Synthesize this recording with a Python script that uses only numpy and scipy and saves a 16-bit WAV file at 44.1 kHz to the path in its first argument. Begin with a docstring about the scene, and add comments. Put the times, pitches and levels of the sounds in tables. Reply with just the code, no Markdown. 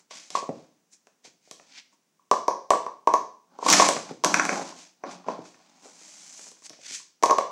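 """Faint rubbing comes first, then plastic cups are set down, stacked and knocked over on a table mat.
The place is a small dining room; a small microphone on the table limits the loudest blows.
Blows ring the table top, cup wall and rim, and all but table bumps the cup air, as dying sines.
Sleeves and cups rub between blows as coloured grains; one cup tumbles and bounces to rest.
Sparse decaying taps make the room tail, and steady coloured noise the quiet of the room."""
import sys
import numpy as np
from scipy import signal
from scipy.fft import rfft, irfft, next_fast_len
from scipy.io import wavfile
from scipy.ndimage import uniform_filter1d

SR = 44100
rng = np.random.default_rng(int(sys.argv[2]) if len(sys.argv) > 2 else 0)


def int16_out(signal):
    """Quantize to a 16-bit WAV file."""
    q = np.round(np.clip(np.atleast_2d(signal).T, -1, 1) * 32767)
    wavfile.write(sys.argv[1], SR, q.astype(np.int16))


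N = 331191  # length [samples]

# Levels in every table are taken ahead of the microphone.
# Background noise of the room: (frequency [Hz], relative density [dB per Hz])
ROOM_NOISE_COLOUR = [(18, -75), (30, -70), (70, -35), (86, -9.5), (134, -11.5), (165, -5.5), (600, -16.5),
                     (4420, -24.5), (6050, -17.5), (14000, -36.5), (16000, -20.5)]
ROOM_NOISE_DB = -71.5  # rms
# Decay of the room tail: (frequency [Hz], t60 [s])
ROOM_DECAY = [(150, 0.49), (400, 0.43), (1000, 0.4), (2000, 0.38), (5000, 0.46), (8000, 0.33),
              (12000, 0.25)]

# Fine scrape on cloth, coarse rasp between cup walls, dull rumble where the table resounds,
# each: (frequency [Hz], relative density [dB per Hz])
SCRAPE_COLOUR = [(2060, -30), (3500, -25.5), (6200, -1.5), (7410, -3), (13900, -39), (15200, -36.5),
                 (16000, -55)]
RASP_COLOUR = [(710, -42), (1200, -26.5), (1440, -11.5), (2440, -2), (2660, -6.5), (5000, -5), (6500, -12),
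               (11000, -120)]
RUMBLE_COLOUR = [(59, -55), (100, -40.5), (178, 1), (216, -6), (290, -0.5), (478, -19.5), (547, -8.5),
                 (814, -3.5), (1500, -16.5), (1950, -38), (3300, -120)]
# Rubbing strokes, relative levels: (full strength at [s], swell [s], hold [s], fade [s],
# fine scrape [dB], coarse rasp [dB], dull rumble [dB])
RUB_STROKES = [(0, .01, 0.0058, .09, -62, -67.5, -63.5), (0.11, .012, 0.0078, 0.18, -53, -44.5, -56.5),
               (0.15, 0.042, 0, 0.34, -46.5, -49.5, -59.5), (.31, 0.014, 0.017, 0.21, -54, -54.5, -55.5),
               (0.355, 0.025, 0.0076, 0.11, -37.5, -35, -47), (.57, 0.12, 0.019, 0.27, -68, -63, -61),
               (0.927, 0.032, .022, 0.053, -54, -66, -79), (1.253, 0.024, 0.00075, 0.089, -49, -47, -57),
               (1.456, 0.09, 0.033, 0.14, -63.5, -65, -80), (1.612, 0.16, 0.16, 0.12, -68, -81, -68),
               (1.785, .15, 0.0029, 0.048, -56.5, -42, -66), (1.933, .04, 0, 0.042, -64, -68, -66),
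               (3.524, 0.086, 0.12, 0.12, -86, -72, -57.5), (3.665, 0.062, 0.0013, 0.038, -32.5, -32, -27),
               (3.685, 0.013, 0.12, 0.25, -21, -22.5, -22), (4.101, .05, 0.0055, 0.06, -83, -53, -39),
               (4.259, 0.019, 0, 0.042, -47, -55, -16.5), (4.302, 0.052, 0.27, 0.23, -39, -42, -29.5),
               (4.696, .1, 0, 0.078, -48, -46, -47.5), (4.774, 0.046, 0.053, .15, -51.5, -52, -63),
               (5.068, 0.055, 0, 0.23, -63, -49, -35.5), (5.112, 0.031, 0, 0.11, -47.5, -48.5, -72),
               (5.29, 0.045, 0, 0.23, -56, -48, -33), (5.462, 0.059, 0, 0.2, -53.5, -54.5, -68.5),
               (5.617, .1, 0.17, 0.13, -71, -65.5, -63), (5.848, 0.076, 0, 0.29, -51.5, -57, -52),
               (6.024, 0.24, .2, 0.79, -51.5, -57.5, -64.5), (6.38, 0.43, 0.094, .15, -46, -59.5, -64.5),
               (6.656, 0.043, 0.011, 0.016, -40.5, -49.5, -58.5),
               (6.732, 0.01, 0.0038, 0.089, -62, -55, -61), (6.867, 0.096, 0.064, 0.074, -43.5, -43, -63),
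               (6.951, 0.072, 0, .12, -34, -40, -68), (7.21, 0.027, 0.004, .05, -78.5, -78, -63)]
STROKE_RANGE_DB = 30  # gained in the swell, lost in the fade

# Ringing modes of the air in a cup, the cup wall, the rim, the table's thud and knock, and the rim crack,
# each before its pitch factor: (frequency [Hz], relative level [dB], t60 [s])
CUP_AIR_MODES = [(1050, -5.5, 0.015), (1042, 8.5, 0.024), (1180, 7.5, 0.041)]
CUP_WALL_MODES = [(1369, -10.5, 0.017), (1712, 0, 0.0061), (1919, -4.5, 0.011), (2430, -5, 0.0058),
                  (2752, -10, 0.0096)]
RIM_MODES = [(5800, 0, .007), (6200, -1, .006)]
TABLE_THUD_MODES = [(185, -4, .03), (255, -1, .025), (300, 0, .02), (370, -1, .015)]
TABLE_KNOCK_MODES = [(474, -0.5, 0.032), (524, 1.5, 0.025), (597, -3.5, 0.062), (718.5, 3, 0.03),
                     (770, -2, 0.049)]
RIM_CRACK_MODES = [(3420, -2.5, 0.0011), (5950, -1.5, 0.0026), (7510, -5.5, 0.002), (11000, -23, 0.0013)]
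CUP_VARIETY, AIR_UNEVEN_DB = .02, 1.5  # no two cups and landings ring quite alike: pitch, mode levels

# A cup lands mouth down: (time [s], cup air [dB], table knock [dB], cup wall [dB], rim crack [dB],
# softer second burst after [s])
CUP_LANDINGS = [(.109, -41, -41, -42, -34, .02), (.351, -12.5, -22.5, -29.5, -43, .02),
                (1.927, -60, -80, -78.5, -74, .02), (2.194, -54.5, -77, -77, -74.5, .02),
                (2.313, -6, -9, -21, -12.5, .022), (2.481, -10.5, -14, -26.5, -18.5, .027),
                (2.705, -6, -6.5, -15, -10.5, .012), (2.734, -12.5, -14.5, -28, -38, .02),
                (2.864, -20.5, -27, -36.5, -38, .02), (3.073, -6, -10.5, -22, -23.5, .016),
                (3.138, -7, -12.5, -23, -16.5, .014), (3.588, -31.5, -30.5, -67, -41, .02),
                (3.626, -23.5, -25.5, -50, -59, .02), (3.662, -13, -20, -33, -37, .012),
                (3.684, -11.5, -27, -25, -16, .02), (3.797, -6.5, -6, -9.5, -32, .024),
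                (3.82, -8, -31.5, -18, -24, .02), (3.888, -18.5, -11, -16.5, -5, .02),
                (4.238, -13, -20.5, -27, -13.5, .02), (4.723, -39.5, -51, -59.5, -45.5, .02),
                (5.037, -29, -24.5, -30.5, -55, .009), (5.243, -45, -51.5, -56, -55, .022),
                (5.284, -20.5, -16.5, -29.5, -51, .02), (6.999, -49.5, -62.5, -58, -45, .02),
                (7.226, -33, -19, -27, -22.5, .005), (7.235, -6, -9.5, -16, -9, .024),
                (7.296, -12, -15.5, -20, -38, .008), (7.309, -7, -13, -27, -13.5, .018),
                (7.384, -10.5, -14.5, -21.5, -16.5, .025), (7.486, -35, -38, -71, -62, .012)]
LANDING_THUD_DB, LANDING_PITCH = -26, 0.938  # thud relative to the knock; pitch factor
SECOND_DB, SECOND_CRACK_DB, SECOND_PITCH = -10.5, -26.5, .87  # relative to the first burst; pitch factor

# A cup is struck on its side; from 4.2 s a fallen cup bounces to rest:
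# (time [s], cup wall [dB], table knock [dB], rim crack [dB])
CUP_SIDE_KNOCKS = [(1.07, -48, -49, -45.5), (1.597, -44, -45.5, -66), (3.727, -9.5, -40, 1.5),
                   (3.735, -7.5, -19, -5), (3.842, -15.5, -25, -33.5), (4.246, -13, -15, -2.5),
                   (4.342, -4.5, -32, -8.5), (4.396, -6, -21.5, -24), (4.452, -19.5, -28, -16),
                   (4.492, -11.5, -22.5, -27), (4.528, -24, -25, -37), (4.557, -28, -31, -29),
                   (4.58, -44, -33, -33), (4.595, -43, -26, -38), (4.613, -30.5, -26.5, -37),
                   (5.11, -39, -60, -51), (5.455, -46, -63, -70), (5.543, -47, -64, -66),
                   (6.013, -51.5, -51.5, -66), (6.392, -43, -45.5, -48.5), (6.467, -45.5, -47.5, -56),
                   (6.702, -46, -49.5, -55), (6.732, -48, -49, -60)]
SIDE_AIR_DB, SIDE_THUD_DB, SIDE_PITCH = -12.5, -26.5, 0.941  # relative to the wall; pitch factor

# Something soft or heavy bumps the table: (time [s], thud [dB], knock [dB])
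TABLE_BUMPS = [(.427, -39, -27.5), (0.491, -19.5, -22.5), (1.249, -56.5, -45), (1.276, -47, -68),
               (1.475, -59, -50), (4.111, -25.5, -50.5), (4.353, -35, -30), (4.543, -51, -39),
               (4.612, -36, -45), (4.762, -51, -45), (5.265, -42.5, -34.5), (5.39, -28, -39),
               (5.856, -58.5, -38), (6.705, -41, -50.5), (6.789, -55, -50), (6.909, -42.5, -62)]
BUMP_WALL_DB, BUMP_CRACK_DB = -18, -22  # relative to the knock

# A rim clicks against another: (time [s], rim crack [dB], table knock [dB])
RIM_CLICKS = [(.304, -25, -45), (1.512, -24.5, -40.5), (3.666, -15, -27), (3.701, 1.5, -28),
              (3.715, -8, -20), (3.965, -28.5, -21.5), (4.109, -39.5, -46), (5.833, -49.5, -53),
              (6.516, -35, -50.5), (6.621, -44, -54), (6.696, -27, -55), (7.259, -16, -28)]
CLICK_BODY_DB, CLICK_AIR_DB = -3, -6  # wall and thud, then air, relative to the knock

# Faint taps while a hand shifts cups about: range of times [s], range of part levels [dB]
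FIDGET_S, FIDGET_DB = (5.55, 6.8), (-70, -56)


def gain_of(db):
    """Decibels to amplitude."""
    return 10 ** (np.asarray(db) / 20)


def evened(x):
    """Scales to rms 1."""
    return x / np.sqrt(np.mean(x ** 2) + 1e-20)


def read(points, hz):
    """Reads a table on a log-frequency axis."""
    f, value = np.transpose(points)
    return np.interp(np.log(hz + 1), np.log(f + 1), value)


def coloured(x, spectrum):
    """Weights x by a spectrum and scales the result to rms 1."""
    size = next_fast_len(len(x))
    weight = gain_of(read(spectrum, np.fft.rfftfreq(size, 1 / SR)))
    return evened(irfft(rfft(x, size) * weight, size)[:len(x)])


def room_noise():
    """The quiet of the room: steady noise in the colour of the background."""
    return gain_of(ROOM_NOISE_DB) * coloured(rng.standard_normal(N), ROOM_NOISE_COLOUR)


def room_tail(x):
    """Sparse taps of random sign from the table top outward, each band dying at its own speed."""
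    taps = np.zeros((3, SR // 2))
    # one tap somewhere in every 20 samples
    jitter = rng.integers(0, 20, (3, (SR // 2 - 61) // 20))
    at = np.arange(60, SR // 2 - 20, 20) + jitter
    np.put_along_axis(taps, at, rng.choice([-1., 1.], at.shape), 1)

    hz, t, bands = signal.stft(taps, SR, nperseg=256)
    decay = gain_of(-60 * t / read(ROOM_DECAY, hz)[:, None])
    tails = signal.istft(bands * decay, SR, nperseg=256)[1]
    # the walls answer after the table top
    tails *= 1 - 0.12 * np.exp(-np.arange(tails.shape[1]) / SR / 0.0022)
    tails /= np.linalg.norm(tails, axis=1, keepdims=True)

    # the three tails take turns, 1.7 cycles a second
    turn = 2 * np.pi * (np.arange(N) / SR * 1.7 + np.arange(3)[:, None] / 3)
    sends = x * np.sqrt(2 / 3) * np.cos(turn)
    return signal.fftconvolve(sends, tails, axes=1).sum(0)[:N]


def rubbing():
    """Stick-slip grains of uneven size: fine on cloth, coarse between cup walls, dull where the table resounds."""
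    t = np.arange(N) / SR
    levels = np.zeros((3, N))
    for s, swell, hold, fade, *parts_db in RUB_STROKES:
        before, after = (s - t) / swell, (t - s - hold) / fade
        away = np.maximum(np.maximum(before, after), 0)
        levels += gain_of(parts_db)[:, None] * gain_of(-STROKE_RANGE_DB * away)

    sizes = gain_of(1.6 * rng.exponential(1, N)) * rng.standard_normal(N)
    grains = sizes * (rng.random(N) < 12000 / SR)  # about 12000 grains a second
    # slips come in clumps
    clumps = evened(uniform_filter1d(rng.standard_normal(N), size=300))
    catches = gain_of(1.3 * clumps)
    colours = (SCRAPE_COLOUR, RASP_COLOUR, RUMBLE_COLOUR)
    return catches * sum(level * coloured(grains, colour) for level, colour in zip(levels, colours))


def ring(modes, pitch, uneven_db, contact_s, stagger):
    """Dying sines of peak 1 that swell during the contact; mode shares vary at random from blow to blow."""
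    t = np.arange(4000) / SR
    hz, db, t60 = np.transpose(modes)[..., None]
    # neighbours start out of step, by stagger [cycles]
    phase = 2 * np.pi * (hz * pitch * t + stagger * np.arange(len(modes))[:, None])
    decay = gain_of(db + uneven_db[:len(modes), None] - 60 * t / t60)
    x = (decay * np.sin(phase)).sum(0)
    x *= np.sin(np.pi / 2 * np.minimum(t / contact_s, 1)) ** 2
    return x / abs(x).max()


def add(mix, s, sound):
    """Mixes a sound in at time s."""
    part = mix[round(s * SR):][:len(sound)]
    part += sound[:len(part)]


def strikes():
    """Every blow as (s, cup air, table thud, table knock, cup wall, rim crack dB, cup pitch factor)."""
    rows = []
    for s, air_db, knock_db, wall_db, rim_db, second_s in CUP_LANDINGS:
        body_db = np.array([air_db, knock_db + LANDING_THUD_DB, knock_db, wall_db])
        rows.append((s, *body_db, rim_db, LANDING_PITCH))
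        rows.append((s + second_s, *(body_db + SECOND_DB), rim_db + SECOND_CRACK_DB, SECOND_PITCH))
    for s, wall_db, knock_db, rim_db in CUP_SIDE_KNOCKS:
        rows.append((s, wall_db + SIDE_AIR_DB, wall_db + SIDE_THUD_DB, knock_db, wall_db, rim_db, SIDE_PITCH))
    for s, thud_db, knock_db in TABLE_BUMPS:
        rows.append((s, -np.inf, thud_db, knock_db, knock_db + BUMP_WALL_DB, knock_db + BUMP_CRACK_DB, 1))
    for s, rim_db, knock_db in RIM_CLICKS:
        body_db = knock_db + CLICK_BODY_DB
        rows.append((s, knock_db + CLICK_AIR_DB, body_db, knock_db, body_db, rim_db, 1))
    fidget_times = rng.uniform(*FIDGET_S, size=14)
    fidget_levels = rng.uniform(*FIDGET_DB, size=(14, 5))
    for s, parts_db in zip(fidget_times, fidget_levels):
        rows.append((s, *parts_db, LANDING_PITCH))
    return rows


def blows():
    """Each blow cracks and sounds its parts, which die away."""
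    bodies, cracks = np.zeros((2, N))
    rows = strikes()
    chance = rng.standard_normal((len(rows), 6, 8))
    for (s, air_db, thud_db, knock_db, wall_db, rim_db, pitch), luck in zip(rows, chance):
        air_pitch = pitch * (1 + CUP_VARIETY * luck[0, -1])
        air = ring(CUP_AIR_MODES, air_pitch, AIR_UNEVEN_DB * luck[0], 0.0021, 0.42)
        thud = ring(TABLE_THUD_MODES, 1, luck[1], .002, .1)
        knock = ring(TABLE_KNOCK_MODES, 0.92, 2 * luck[2], 0.001093, 0.23)
        wall = ring(CUP_WALL_MODES, pitch, 2 * luck[3], 0.00098, 0.35)
        rim = ring(RIM_MODES, 1, luck[4], .001, .3)
        add(bodies, s, gain_of(air_db) * air)
        add(bodies, s, gain_of(thud_db) * thud)
        add(bodies, s, gain_of(knock_db) * knock)
        add(bodies, s, gain_of(wall_db) * wall)
        add(bodies, s + .001, gain_of(wall_db - 10) * rim)

        crack_pitch = 1 + 0.037 * luck[5, -1]
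        crack = gain_of(rim_db) * ring(RIM_CRACK_MODES, crack_pitch, 2 * luck[5], 0.00012, 0.25)
        add(cracks, s, crack)
        # a second, softer crack follows 1.5 ms or more later
        second_crack_s = s + .0015 + .001 * abs(luck[5, -2])
        add(cracks, second_crack_s, gain_of(-9) * crack)
    return bodies, cracks


def scene():
    """Near sounds on the table, their room tail and the quiet of the room."""
    bodies, cracks = blows()
    rub = rubbing()
    background = room_noise()
    # cracks spread upward into the room
    outward = gain_of(-6) * bodies + gain_of(-3.0) * cracks + gain_of(-14.5) * rub
    near = bodies + cracks + gain_of(-3.5) * rub
    return (near + room_tail(outward) + background)[None]


def record(dry):
    """Microphone: bass roll-off, a limit on peaks whose baseline shift thumps low, then the band limit."""
    thin = signal.sosfilt(signal.butter(4, 155, "high", fs=SR, output="sos"), dry)
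    ceiling = .72  # amplitude that the soft limit approaches
    held = thin / (1 + (thin / ceiling) ** 6) ** (1 / 6)
    # the even power makes the limit lopsided
    shift_band = signal.butter(1, [15, 90], "band", fs=SR, output="sos")
    shift = signal.sosfilt(shift_band, held ** 4)
    band_limit = signal.firwin(511, 15800, window=("kaiser", 9), fs=SR)  # low-pass edge in Hz
    return signal.oaconvolve(held - 0.18 * shift, band_limit[None], "same")


dry = scene()
out = record(dry)
int16_out(out)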